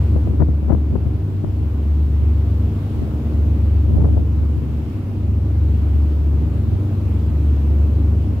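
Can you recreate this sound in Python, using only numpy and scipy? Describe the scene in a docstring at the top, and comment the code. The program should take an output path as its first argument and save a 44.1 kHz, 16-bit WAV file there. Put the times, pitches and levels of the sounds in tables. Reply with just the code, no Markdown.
"""The open deck of a moving ship: two main diesels, a few rpm apart, beat slowly against each other.
Engines and generator are sums of shaft-locked sines; funnel and ventilators roar in shaped noise.
The wash hisses along the hull as patchy noise, unrelated between left and right.
Gusts rumble on the microphone as lumpy low noise and slap its windward left port
with short knocks built from random pressure spikes."""
import sys
import numpy as np
from scipy import signal
from scipy.fft import rfft, irfft, next_fast_len
from scipy.io import wavfile
from scipy.ndimage import uniform_filter1d, minimum_filter1d, map_coordinates

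SR = 44100
rng = np.random.default_rng(int(sys.argv[2]) if len(sys.argv) > 2 else 0)


def master(y):
    """Save y as 16-bit WAV."""
    cut = np.clip(np.atleast_2d(y).T, -1, 1)
    pcm = np.round(cut * 32767)  # scale
    wavfile.write(sys.argv[1], SR, pcm.astype(np.int16))


N = 370422

# shaft speeds of the main engines: (time [s], first engine [rpm], second engine [rpm])
ENGINE_SPEEDS = [(0, 970.0, 963.1), (1.4, 969.1, 961.1), (2.8, 969.0, 960.1), (4.2, 969.9, 964.7),
                 (5.6, 970.8, 963.4), (7.0, 967.3, 960.4), (8.4, 969.7, 960.9)]
# breeze between the gusts: level, depth of its swing
BREEZE_DB, BREEZE_SWING_DB = -31.5, 1.6


def amp(db):
    """Decibels to gain."""
    return 10 ** (np.asarray(db) / 20)


def unit(x):
    """Scale to rms 1, over all channels together."""
    return x / np.sqrt(np.mean(x ** 2) + 1e-20)


def along(points, hz):
    """Read (frequency, value) points on a log frequency axis."""
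    point_hz, values = np.transpose(points)
    return np.interp(np.log(hz + 1), np.log(point_hz + 1), values)


def curves(rows):
    """Draw a table as automation: one value per sample for each column after the time."""
    seconds, *columns = np.transpose(rows)
    t = np.arange(N) / SR
    return [np.interp(t, seconds, column) for column in columns]


def wobble(rate):
    """A smooth random curve with `rate` knots a second."""
    knots = rng.standard_normal(int(N * rate / SR) + 4)
    coarse = np.linspace(0, N, 4096)
    smooth = map_coordinates(knots, [coarse * rate / SR])
    return np.interp(np.arange(N), coarse, smooth)


def filtered(x, response):
    """Multiply the spectrum of x by a response of frequency; padding keeps the end off the start."""
    size = x.shape[-1]
    padded = next_fast_len(size + SR // 10)
    hz = np.fft.rfftfreq(padded, 1 / SR)
    return irfft(rfft(x, padded) * response(hz), padded)[..., :size]


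def noise(spectrum, channels):
    """Unrelated noises with the given spectrum, scaled to rms 1."""
    white = rng.standard_normal((channels, N))
    return unit(filtered(white, lambda hz: amp(along(spectrum, hz))))


def tones(orders, turns, drift=None):
    """Sines locked to a shaft; with drift (radians) each one wanders about a phase of its own."""
    out = np.zeros(N)
    for order, db in orders:
        wander = 0
        if drift is not None:
            wander = 2 * np.pi * rng.random() + drift * wobble(1.994)
        out += amp(db) * np.sqrt(2) * np.cos(2 * np.pi * order * turns + wander)
    return out


def wash():
    """Foam along the hull: a broad hiss, unrelated between the ports, in drifting patches they share."""
    # slow swell of the hiss: (time [s], level [dB])
    swell = [(0, -44), (.5, -49.5), (1.6, -47.5), (3, -44.5), (4.3, -47.5), (4.9, -46), (5.4, -48),
             (5.8, -45.5), (6.3, -46.5), (7.5, -45), (8.4, -46.5)]
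    # spectrum of the foam: (frequency [Hz], relative density [dB per Hz])
    foam = [(150, -8), (500, 5.5), (900, 4), (1250, 2), (1700, -4.5), (2700, -5), (3600, -10.5),
            (6000, -17.5), (8000, -20), (10700, -21.5), (13000, -17.5), (15600, -21.5)]
    # tilt of the hiss between the ports: (frequency [Hz], left minus right [dB])
    lean = [(60, -3), (110, 2.5), (200, -2.5), (380, -6), (700, 1.5), (1290, 1.5), (2380, -2), (4400, -3.5),
            (8120, 0.5), (15000, 1)]
    spectra = signal.stft(noise(foam, channels=2), nperseg=512)[2]
    # smooth over frequency bins, then over time frames
    patches = rng.standard_normal(spectra.shape[1:])
    patches = uniform_filter1d(patches, size=8, axis=0)
    patches = uniform_filter1d(patches, size=16, axis=1)
    hiss = signal.istft(spectra * amp(.9 * unit(patches)), nperseg=512)[1][:, :N]
    hiss = filtered(hiss, lambda hz: amp(np.outer([1, -1], along(lean, hz)) / 2))
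    return amp(curves(swell)[0]) * unit(hiss)


def funnel():
    """Exhaust and ventilator roar: noise alike at both ports, pulsing three times a turn of the first engine."""
    # roar before its random wobble: (time [s], level [dB])
    vents = [(0, -27), (1, -30), (2, -30.5), (3.2, -26.5), (4, -30), (5.2, -30), (6.2, -29), (7, -29),
             (8.4, -28.5)]
    # spectrum of the roar: (frequency [Hz], relative density [dB per Hz])
    roar = [(20, -25), (40, -14.5), (58, 1.5), (120, 3), (175, -6), (230, 0), (310, -4), (400, -11),
            (550, -17.5), (900, -26.5), (1500, -39), (3000, -67.5)]
    firings = np.cumsum(curves(ENGINE_SPEEDS)[0]) / (20 * SR)
    pulsing = 1 + 0.16 * np.cos(2 * np.pi * firings)
    level_db = curves(vents)[0] + 0.93 * wobble(6)
    return amp(level_db) * pulsing * noise(roar, channels=1)


def generator():
    """Steady shaft tones; the strongest lies nearly 3 Hz above that of the diesels, so the drone throbs."""
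    # generator tones by rising multiple, the first is the strongest:
    # (multiple of the shaft speed, level [dB])
    shaft_tones = [(3, -31.4), (3.5, -43), (6, -44), (9, -44), (12, -40), (13, -50), (15, -46)]
    rpm = 1508.5
    turns = np.arange(N) / SR * rpm / 60
    return tones(shaft_tones[:1], turns) + tones(shaft_tones[1:], turns, drift=.2)


def diesel(rpm, start):
    """One main engine: sines at multiples of its four-stroke cycle, which takes two revolutions."""
    # strong exhaust tones: (multiple of the cycle, relative level [dB])
    exhaust = [(9, -19.5), (12, -25)]
    # weaker tones from unequal cylinders: (multiple of the cycle, relative level [dB])
    uneven = [(6, -47), (7, -44), (10, -38), (11, -46), (13, -37.5), (14, -46), (15, -36), (17, -41.5),
              (19, -39.5), (24, -52), (26, -43), (28, -46.5), (29, -47.5), (31, -50), (33, -49.5),
              (36, -52), (38, -50.5), (39, -54), (54, -58), (61, -62.5)]
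    cycles = start + np.cumsum(rpm) / (120 * SR)
    return tones(exhaust, cycles) + tones(uneven, cycles, drift=.25)


def engines():
    """The two diesels slide in and out of step, so each tone swells and fades at its own rate."""
    # level of both engines together, dipping early and then recovering: (time [s], gain [dB])
    engine_level = [(0, 0), (.7, -3), (1.4, -1.5), (2.2, -0.5), (3, -.5), (4, -0.5), (5, -.5), (6, -0.5),
                    (7, 1), (8.4, -0.5)]
    first_rpm, second_rpm = curves(ENGINE_SPEEDS)
    first = diesel(first_rpm, start=.581)
    second = diesel(second_rpm, start=.499)
    return amp(curves(engine_level)[0]) * (first + amp(-2.0) * second)


def gust_strength():
    """Wind level in dB at each port: every gust is a bell-shaped swell whose power adds to the restless breeze."""
    # swells over the breeze:
    # (peak time [s], level at the left port [dB], half length [s], shelter of the right port [dB])
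    gusts = [(0.165, -19.5, .03, 8), (0.308, -17.5, .06, 6.5), (.415, -12, .025, 14.5),
             (0.496, -20, 0.021, 9.5), (0.654, -21.5, .04, 10.5), (0.724, -14, .045, 13),
             (.95, -18.5, .045, 5), (1.077, -21, .04, 3), (1.47, -23.5, .05, 5), (1.625, -24.5, .04, 3.5),
             (2.219, -22.5, .035, 3.5), (3.012, -19, .045, 2), (4.032, -15.5, .18, -0.5),
             (4.425, -24.5, .1, 2), (5.96, -22, .03, 4), (6.724, -21.5, .045, 0.5)]
    t = np.arange(N) / SR
    breeze = amp(BREEZE_DB + BREEZE_SWING_DB * wobble(4))
    power = np.ones((2, 1)) * breeze ** 2
    for peak, db, half_length, shelter_db in gusts:
        bell = np.exp(-np.minimum(np.abs(t - peak) / half_length, 10) ** 2)
        power += (amp([[db], [db - shelter_db]]) * bell) ** 2
    return 10 * np.log10(power)


def wind(gust_db, rumble_db=-4, flutter_db=-20, growth=1.25):
    """Each port has its own lumpy turbulence noise, as strong as the wind that reaches it."""
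    # spectrum of the rumble: (frequency [Hz], relative density [dB per Hz])
    turbulence = [(15, -43.5), (28, -25.5), (58, 6.5), (90, -2), (140, 2.5), (180, -4), (240, -3.5),
                  (400, -18.5), (700, -29), (1500, -69.5)]
    # spectrum of the fine eddies: (frequency [Hz], relative density [dB per Hz])
    fine_eddies = [(60, -25), (130, -1.5), (260, 1), (420, -9), (700, -19), (1200, -30), (2500, -57)]
    excess_db = gust_db - BREEZE_DB
    lumps = amp(3.5 * np.array([wobble(45), wobble(45)]))
    rumble = amp(rumble_db + excess_db) * unit(lumps * noise(turbulence, channels=2))
    # small eddies grow faster than large ones, so a gust sounds brighter than a lull
    flutter = amp(flutter_db + growth * excess_db) * unit(lumps * noise(fine_eddies, channels=2))
    return amp(BREEZE_DB) * (rumble + flutter)


def small_eddies(gust_db, count=44):
    """Random soft slaps, crowding where the wind is strong; a stronger one is also brighter."""
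    under_gust_db, length = -3, 0.0107  # level against the gust, seconds
    breeze_hz, db_per_octave = 148, 18.5  # brightness at breeze strength; added strength that doubles it
    above_breeze = np.maximum(amp(gust_db) - amp(BREEZE_DB), 0)
    passed = np.cumsum(above_breeze ** 2)
    # equal shares of the passing wind each hold one eddy
    shares = (np.arange(count) + rng.random(count)) / count
    at = np.searchsorted(passed, passed[-1] * shares)
    levels_db = gust_db[at] + under_gust_db
    bright_hz = breeze_hz * 2 ** ((levels_db - BREEZE_DB) / db_per_octave)
    return [(i / SR, db, length, hz) for i, db, hz in zip(at, levels_db, bright_hz)]


def slaps(eddies, spike_rate=900, spread=0.53, low_cut_hz=80, reach=2.33, spill_db=-22):
    """An eddy is a few sharp pressure swings in a row; the narrower they are, the brighter it knocks."""
    out = np.zeros(N + SR)
    t = np.arange(-(SR // 20), SR // 20) / SR
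    low_cut = signal.butter(2, low_cut_hz, "high", fs=SR, output="sos")
    for time, db, length, bright_hz in eddies:
        count = max(3, round(length * spike_rate))
        when = ((np.arange(count) + rng.random(count)) / count - .5) * length
        scatter = np.exp(spread * np.clip(rng.standard_normal(count), -1, 2))
        width = scatter / (2 * np.pi * bright_hz)
        # pressure turns to suction along the eddy
        swing = np.sin(2 * np.pi * when / length + rng.normal(0, 1.0, count))
        push = rng.choice([-1, 1]) * swing
        spikes = 1 / (1 + ((t - when[:, None]) / width[:, None]) ** 2)
        pressure = push @ spikes
        # the smallest swirls die out in the air, and the port drops the lowest bass
        damping = signal.butter(1, reach * bright_hz, fs=SR, output="sos")
        burst = signal.sosfilt(low_cut, signal.sosfilt(damping, pressure))
        burst *= amp(db) * np.sqrt(length * SR) / np.linalg.norm(burst)
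        first = max(round((time + t[0]) * SR), 0)
        out[first:][:len(t)] += burst
    # the right port hears only the spill
    return out[:N] * amp([[0], [spill_db]])


def scene():
    """The ship's drone is nearly mono and reaches the right port first; water and wind spread around it."""
    # the hardest eddies that strike the left port:
    # (time [s], level [dB], length [s], brightness [Hz])
    hard_eddies = [(.161, -10, 0.0058, 280), (.275, -18, 0.0053, 290), (.403, -11.5, .008, 380),
                   (.413, -12.5, .011, 230), (.426, -10, 0.012, 330), (.49, -12, 0.0076, 190),
                   (.63, -20, 0.0038, 300), (.686, -17, 0.0069, 340), (.699, -14.5, 0.011, 340),
                   (.709, -9, .0092, 370), (.727, -15, .016, 480), (.749, -9, .008, 310),
                   (.959, -11, 0.0105, 278), (1.07, -16, 0.00934, 220), (1.443, -12.5, 0.008, 270),
                   (3.945, -15, .013, 160), (4.05, -18, 0.019, 380), (4.175, -15.5, .012, 357),
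                   (4.195, -18, .013, 209)]
    drone = funnel() + generator() + engines()
    lag = 1e-4  # seconds from right port to left
    sides = np.array([[1], [-1]])
    ship = filtered(drone, lambda hz: np.exp(-1j * np.pi * hz * lag * sides))
    ship = ship * amp(.3 * sides)
    gust_db = gust_strength()
    knocks = slaps(hard_eddies + small_eddies(gust_db[0]))
    return wash() + ship + wind(gust_db) + knocks


def record(dry):
    """A limiter holds peaks under a ceiling, the ends fade briefly, and nothing is kept above the band limit."""
    ceiling, top_hz = .95, 15700
    needed = np.minimum(1, ceiling / (np.abs(dry) + 1e-9))
    # hold the lowest gain around each peak, then smooth it (sizes in samples)
    gain = uniform_filter1d(minimum_filter1d(needed, size=221), size=201)
    fade = signal.windows.tukey(N, .001)
    return filtered(dry * gain * fade, lambda hz: hz < top_hz)


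dry = scene()
out = record(dry)
master(out)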